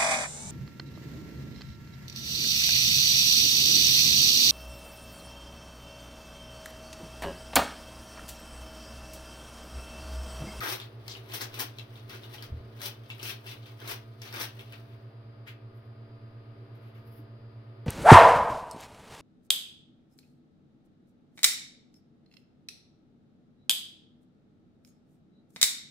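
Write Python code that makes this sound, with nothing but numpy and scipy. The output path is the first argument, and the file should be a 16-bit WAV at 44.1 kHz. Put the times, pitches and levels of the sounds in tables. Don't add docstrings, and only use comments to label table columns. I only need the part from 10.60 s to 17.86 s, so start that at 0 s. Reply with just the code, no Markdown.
import sys
import numpy as np
from scipy import signal
from scipy.fft import rfft, irfft
from scipy.io import wavfile

SR = 44100
rng = np.random.default_rng(int(sys.argv[2]) if len(sys.argv) > 2 else 0)


def inscribe(sig):
    pcm = np.round(np.clip(np.atleast_2d(sig).T, -1, 1) * 32767)
    wavfile.write(sys.argv[1], SR, pcm.astype(np.int16))


N = 320166
T = np.arange(N) / SR

# (t/s, rise/s, hold/s, level/dB, body/dB near 1.4 kHz)
RIPS = [(.002, 0.003, 0.064, -38, 3), (0.072, 0.0099, 0.053, -36, -5.5), (0.719, 0.023, 0.0077, -35, -8.5),
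        (0.8, 0.0027, 0.017, -37, -3), (0.941, 0.00092, 0.0087, -43.5, -26.5),
        (.987, 0.0026, 0.016, -32.5, -5.5), (1.484, 0.012, 0.055, -46, -4.5),
        (1.713, 0.023, 0.006, -43, -10.5), (1.822, 0.0022, 0.017, -46.5, -8.5),
        (2.214, 0.0026, 0.043, -37, -12), (2.626, .003, 0.069, -39, -11),
        (2.85, 0.018, 0.041, -45.5, -13.5), (3.186, 0.016, 0.043, -51, -0.5),
        (3.254, 0.025, 0.04, -37.5, -4), (3.612, 0.0057, 0.061, -46.5, -7.5),
        (3.72, 0.0063, 0.057, -41.5, -2.5), (3.786, 0.014, 0.024, -35.5, -3.5),
        (4.107, 0.017, 0.024, -67, 10)]
# (t/s, level/dB, ring f/Hz, crack lift/dB, chatter/s)
BUCKLES = [(0.2003, -31.5, 3150, -7, 0.021), (.4803, -31, 4030, -2, 0.041), (0.5517, -34, 2870, -32, 0.017),
           (.8091, -27, 4500, -18, 0.024), (1.1857, -31, 3240, -13.5, 0.009),
           (1.3563, -41.5, 3330, -17, 0.0017), (1.6347, -37.5, 3330, -34, 0.0066),
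           (1.7828, -37, 2980, -24, 0.0071), (2.5015, -27.5, 2930, -18.5, 0.015),
           (2.597, -34, 2840, -20, .001), (2.6537, -28.5, 2920, -22, 0.056), (2.8638, -38, 2880, -5, 0.07),
           (3.058, -41.5, 3120, -21.5, 0.034), (3.9929, -35.5, 3150, -32, 0.0068),
           (4.132, -39, 2670, -25, 0.0066)]
# (t/s, level/dB, ring f/Hz, contact/s, t60/s)
KNOCKS = [(.013, -32, 1275, 0.0042, 0.091), (1.742, -50, 838, 0.0037, .12),
          (1.912, -30.5, 78.7, 0.014, 0.29), (2.228, -50.5, 580, 0.0047, 0.3),
          (6.585, -42, 297, 0.009, 0.12)]
# (t/s, rise/s, hold/s, level/dB, rustle over hiss/dB)
BRUSHES = [(4.245, 0.044, 0.05, -86, 11), (4.844, 0.04, 0.032, -81.5, 13), (5.032, 0.1, 0.14, -86, -4),
           (6.09, 0.062, 0.276, -81.5, 7), (6.423, 0.052, 0.13, -66, -7)]
# (f/Hz, relative density/dB)
TAPE_SPECTRUM = [(130, -34), (220, -4.5), (370, 6.5), (520, -1.5), (800, -0.5), (1100, -1), (1900, -2.5),
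                 (3300, -4.5), (4600, -10.5), (5900, -10), (6900, -24.5), (8500, -17), (13000, -11),
                 (16000, -11.5)]
# (f/Hz, relative density/dB)
CLOTH_SPECTRUM = [(300, -10), (2000, -77), (5000, -4.5), (7000, -36), (9800, -18), (11200, 0.5),
                  (13000, -4), (16000, -8)]
# (f/Hz, relative density/dB)
AIR_SPECTRUM = [(94, -56.5), (160, -9), (218, -7.5), (254, -8), (280, -12), (381, 0.5), (582, -10.5),
                (628, -9.5), (666, -13.5), (1230, -14.5), (2380, -23), (4840, -30.5), (6850, -57.5),
                (10900, -45), (16000, -53)]
# (f/Hz, relative density/dB)
RUMBLE_SPECTRUM = [(20, 10), (45, -22.5), (62, 18.5), (75, -28), (90, 17), (130, 17.5), (170, 0),
                   (260, -22), (1500, -98)]
# (f/Hz, left minus right/dB)
PORT_TILT = [(150, -2.5), (400, -1.5), (1300, 4.5), (2400, 2), (4400, 8), (8000, 13), (15000, 5.5)]
# (f/Hz, rms level/dB)
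FAN_TONES = [(223.4, -63.5), (292.6, -64.5), (335, -79), (384, -71), (396, -85), (465, -70), (578, -71),
             (669.4, -68), (1233, -71.5), (1340, -86), (4334, -90), (4856, -81.5), (4940, -87)]
# (f/Hz, relative level/dB)
CORE_MODES = [(390, -16), (866, -16.5), (1120, -16), (1315, -0.5), (1650, 0.5), (2100, -12)]

MOTOR_HZ, MAINS_HZ, THROB_S = 111.64, 119.97, .135
MOTOR_DB, MAINS_DB, AIR_DB = -49, -52, -58.5
SLIP_WANDER_RAD, TONE_SWAY_DB = .16, 1.5
KNEE_S, KNEE_DB = 1.837, -44
TOP_HZ = 15900

FIRM_PULL_DB, CATCH_DB = -40, 3
RELEASE_S, RELEASE_PER_HOLD = 0.013, 0.042
SIZZLE_DB, SIZZLE_PER_DB, SIZZLE_PER_BODY_DB = .5, 0.87, -0.12
POP_DB, POP_PER_DB, POP_EASE_DB_PER_S = -34.5, -0.06, 601
POP_HZ, POP_CRACK_DB = 3780, -4
CORE_DB, CORE_PER_BODY_DB, RASP_WIDTH = -8.5, 1.04, .16
CHATTER_DB, CHATTER_DB_PER_S, CHATTER_WIDTH = -20, 92, 0.4
HELD_DB, DROP_S, DROP_FADE_S = -71.5, 4.32, 0.1
SWING_DB, SWING_PER_DB, BUCKLE_SWING_DB = -53.5, 1.2, -56
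LEAD_S, SETTLE_S = 0.037, 0.04


def undb(db):
    return 10 ** (np.asarray(db) / 20)


def unit(x):
    return x / np.sqrt(np.mean(x ** 2) + 1e-20)


def colour(x, points, size=2048):
    hz, db = np.transpose(points)
    bin_hz = np.arange(size + 1) * SR / size / 2
    log_gain = np.log(undb(np.interp(np.log(bin_hz + 1), np.log(hz), db)))
    cepstrum = irfft(log_gain)[:size]
    cepstrum[1:] *= 2
    response = irfft(np.exp(rfft(cepstrum, 2 * size)))[:size]
    return signal.fftconvolve(x, response / np.linalg.norm(response))[:len(x)]


def band(x, low_hz, high_hz):
    edges = [low_hz, min(high_hz, SR / 2 - 100)]
    return signal.sosfilt(signal.butter(2, edges, "band", fs=SR, output="sos"), x)


def walk(rate):
    knots = rng.standard_normal(1000)
    return np.interp(T * rate, np.arange(len(knots)), knots)


def add(track, s, sound):
    i = max(int(s * SR), 0)
    track[i:i + len(sound)] += sound[:max(N - i, 0)]


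def stroke(t, rise, hold, release):
    gather = np.minimum(t / max(rise, 1 / SR), 1) ** 2
    return gather * np.exp(-np.maximum(t - rise - hold, 0) / release)


def threads(size, rate, scatter_db):
    strength = np.minimum(rng.exponential(size=size), 3)
    struck = rng.random(size) < rate / SR
    return struck * undb(scatter_db * strength) * rng.choice([-1, 1], size)


def lean(x, share):
    hz, db = np.transpose(PORT_TILT)
    bin_hz = np.arange(N // 2 + 1) * SR / N
    lean_db = share * np.interp(np.log(bin_hz + 1), np.log(hz), db)
    return irfft(rfft(x) * undb(np.array([lean_db, -lean_db]) / 2), N)


def fan(line_wander=0.34, rumble_db=-60, alike_hz=600):
    turn = 2 * np.pi * (T - THROB_S)
    motor = undb(MOTOR_DB) * np.cos(MOTOR_HZ * turn + SLIP_WANDER_RAD * walk(0.22))
    mains = undb(MAINS_DB) * np.cos(MAINS_HZ * turn)
    tones = np.zeros((2, N))
    for hz, db in FAN_TONES:
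        phase = hz * turn + line_wander * hz / 700 * walk(24)
        port_phase = rng.standard_normal((2, 1)) * min(hz / 800, 2)
        tones += undb(db + TONE_SWAY_DB * walk(3.8)) * np.cos(phase + port_phase)
    mid, side = (colour(band(rng.standard_normal(N), 136, 20000), AIR_SPECTRUM) for _ in range(2))
    side = signal.sosfilt(signal.butter(1, alike_hz, "high", fs=SR, output="sos"), side) / np.std(mid)
    air = (unit(mid) + side * np.array([[1], [-1]])) * undb(AIR_DB + 1.6 * walk(1.6))
    rumble = undb(rumble_db) * unit(colour(rng.standard_normal(N), RUMBLE_SPECTRUM, size=8192))
    return np.sqrt(2) * (motor + mains + tones) + air + rumble


def echoes(early_db=3.0, early_s=0.021, tail_db=-2.0, t60_low=0.3, t60_mid=0.23, t60_high=0.082):
    t = T[:SR // 2]
    noise = rng.standard_normal((4, len(t)))
    early = noise[3] * (rng.random(len(t)) < .06) * (t > .0006) * np.exp(-t / early_s)
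    bands = [(120, 2700, t60_low), (1990, 6000, t60_mid), (6000, 21950, t60_high)]
    tail = sum(band(n, low, high) * undb(-60 * t / t60) for n, (low, high, t60) in zip(noise, bands))
    tail *= np.minimum(t / 0.0069, 1)
    return undb(early_db) * early / np.linalg.norm(early) + undb(tail_db) * tail / np.linalg.norm(tail)


def garage(x, facing, gain_db=-4.5, facing_db=-1, lag_s=0.00021, change_s=.012, count=5):
    direct = x + undb(facing_db) * facing
    out = np.array([direct, np.interp(T - lag_s, T, direct, left=0)])
    for k in range(count):
        apart = abs((T / change_s - k + count / 2) % count - count / 2)
        share = x * np.cos(np.pi / 2 * np.minimum(apart, 1))
        for port in out:
            port += signal.oaconvolve(share, echoes())[:N]
    return undb(gain_db) * out


def knee(rise=0.086, hold=0.028, release=0.072):
    rumble = unit(band(rng.standard_normal(N), 22, 113))
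    return undb(KNEE_DB) * rumble * stroke(np.maximum(T - KNEE_S, 0), rise, hold, release)


def knocks():
    out, t = np.zeros(N), T[:SR]
    for s, db, hz, contact, t60 in KNOCKS:
        mode = np.sin(2 * np.pi * hz * t)
        add(out, s, undb(db) * stroke(t, contact, 0, t60 / np.log(1000)) * mode)
    return out


def glove(release=0.012):
    out, t = np.zeros(N), T[:SR]
    for s, rise, hold, db, rustle_db in BRUSHES:
        hiss = colour(rng.standard_normal(len(t)), CLOTH_SPECTRUM)
        rustle = unit(band(rng.standard_normal(len(t)), 1400, 3100))
        add(out, s, undb(db) * (hiss + undb(rustle_db) * rustle) * stroke(t, rise, hold, release))
    return out * undb(6.3 * walk(40))


def swing(start, end):
    return np.exp(-np.maximum(start - T, 0) / LEAD_S - np.maximum(T - end, 0) / SETTLE_S)


def flutter(rate=600, scatter_db=5.5, slide_db=-8, facet_db=-5, facet_rate=150,
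            facet_low_hz=2600, facet_high_hz=4400):
    creases = unit(threads(N, rate, scatter_db)) + undb(slide_db) * rng.standard_normal(N)
    facets = undb(facet_db) * unit(band(threads(N, facet_rate, scatter_db), facet_low_hz, facet_high_hz))
    power = (undb(HELD_DB) * stroke(T, 0, DROP_S, DROP_FADE_S)) ** 2
    for s, rise, hold, db, _ in RIPS:
        swing_db = SWING_DB + SWING_PER_DB * (db - FIRM_PULL_DB)
        power += (undb(swing_db) * swing(s, s + rise + hold)) ** 2
    for s, *_, chatter_s in BUCKLES:
        power += (undb(BUCKLE_SWING_DB) * swing(s, s + chatter_s)) ** 2
    return (colour(creases, TAPE_SPECTRUM) + facets) * np.sqrt(power)


def rasp(attack=0.0015, release=0.0027):
    out, t = np.zeros(N), T[:SR // 3]

    def ring(hz, width):
        return unit(band(threads(len(t), 900, 1), hz / (1 + width), hz * (1 + width)))

    for s, rise, hold, db, body_db in RIPS:
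        core = sum(undb(mode_db) * ring(hz, RASP_WIDTH) for hz, mode_db in CORE_MODES)
        core_db = db + CORE_DB + CORE_PER_BODY_DB * body_db
        add(out, s, undb(core_db) * core * stroke(t, rise, hold, release))
    for s, db, hz, _, chatter_s in BUCKLES:
        chatter_db = db + CHATTER_DB + CHATTER_DB_PER_S * chatter_s
        add(out, s, undb(chatter_db) * ring(hz, CHATTER_WIDTH) * stroke(t, attack, chatter_s, release))
    return out


def folds(spread=0.35):
    pops = [(s, db, hz, crack_db) for s, db, hz, crack_db, _ in BUCKLES]
    pitches = POP_HZ * np.exp(spread * (2 * rng.random(len(RIPS)) - 1))
    for (s, rise, _, db, _), hz in zip(RIPS, pitches):
        pop_db = POP_DB + POP_PER_DB * (db - FIRM_PULL_DB) - POP_EASE_DB_PER_S * rise
        pops.append((s + rise, pop_db, hz, POP_CRACK_DB))
    return pops


def crinkle(gain_db=-2, ring_s=0.00093, crack_s=0.0024, crack_db=7, width=0.14):
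    out, t = np.zeros(N), T[:SR // 20]
    for s, db, hz, lift_db in folds():
        push, crack = rng.standard_normal((2, len(t)))
        ring = band(push * np.exp(-t / ring_s), hz / (1 + width), hz * (1 + width))
        crack = colour(band(crack * np.exp(-t / crack_s), 1170, 16200), TAPE_SPECTRUM)
        crack_share = undb(min(crack_db + lift_db, 3))
        pop = ring / abs(ring).max() + crack_share * crack / abs(crack).max()
        add(out, s, undb(db + gain_db) * pop)
    return out


def peel(rate=1500, scatter_db=5, catch_s=0.0023, fibre_db=-14, edge_db=3.0):
    out, t = np.zeros(N), T[:SR // 3]
    bin_hz = np.arange(len(t) // 2 + 1) * SR / len(t)
    for s, rise, hold, db, body_db in RIPS:
        fibres, catches = rng.standard_normal((2, len(t)))
        bunches = undb(CATCH_DB * np.interp(t / catch_s, np.arange(len(t)), catches))
        pull = stroke(t, rise, hold, RELEASE_S + RELEASE_PER_HOLD * hold)
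        snaps = unit(threads(len(t), rate, scatter_db)) + undb(fibre_db) * fibres
        snaps *= bunches * pull
        snaps *= np.linalg.norm(pull) / np.linalg.norm(snaps)
        sizzle_db = SIZZLE_DB + SIZZLE_PER_DB * (db - FIRM_PULL_DB) + SIZZLE_PER_BODY_DB * body_db
        shelves = [(500, min(body_db, 0)), (1400, body_db), (2600, 0.0084),
                   (5800, edge_db + sizzle_db / 2), (8500, sizzle_db)]
        shelf_db = np.interp(bin_hz, *np.transpose(shelves))
        add(out, s, undb(db) * irfft(rfft(snaps) * undb(shelf_db), len(t)))
    return colour(out, TAPE_SPECTRUM)


def scene():
    background = lean(fan(), 0.44)
    pops = crinkle()
    handling = glove() + flutter() + rasp() + pops + peel()
    return background + knee() + knocks() + lean(garage(handling, pops), 0.77)


def record(dry):
    return signal.sosfilt(signal.ellip(10, .2, 80, TOP_HZ, fs=SR, output="sos"), dry)


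dry = scene()
out = record(dry)
inscribe(out)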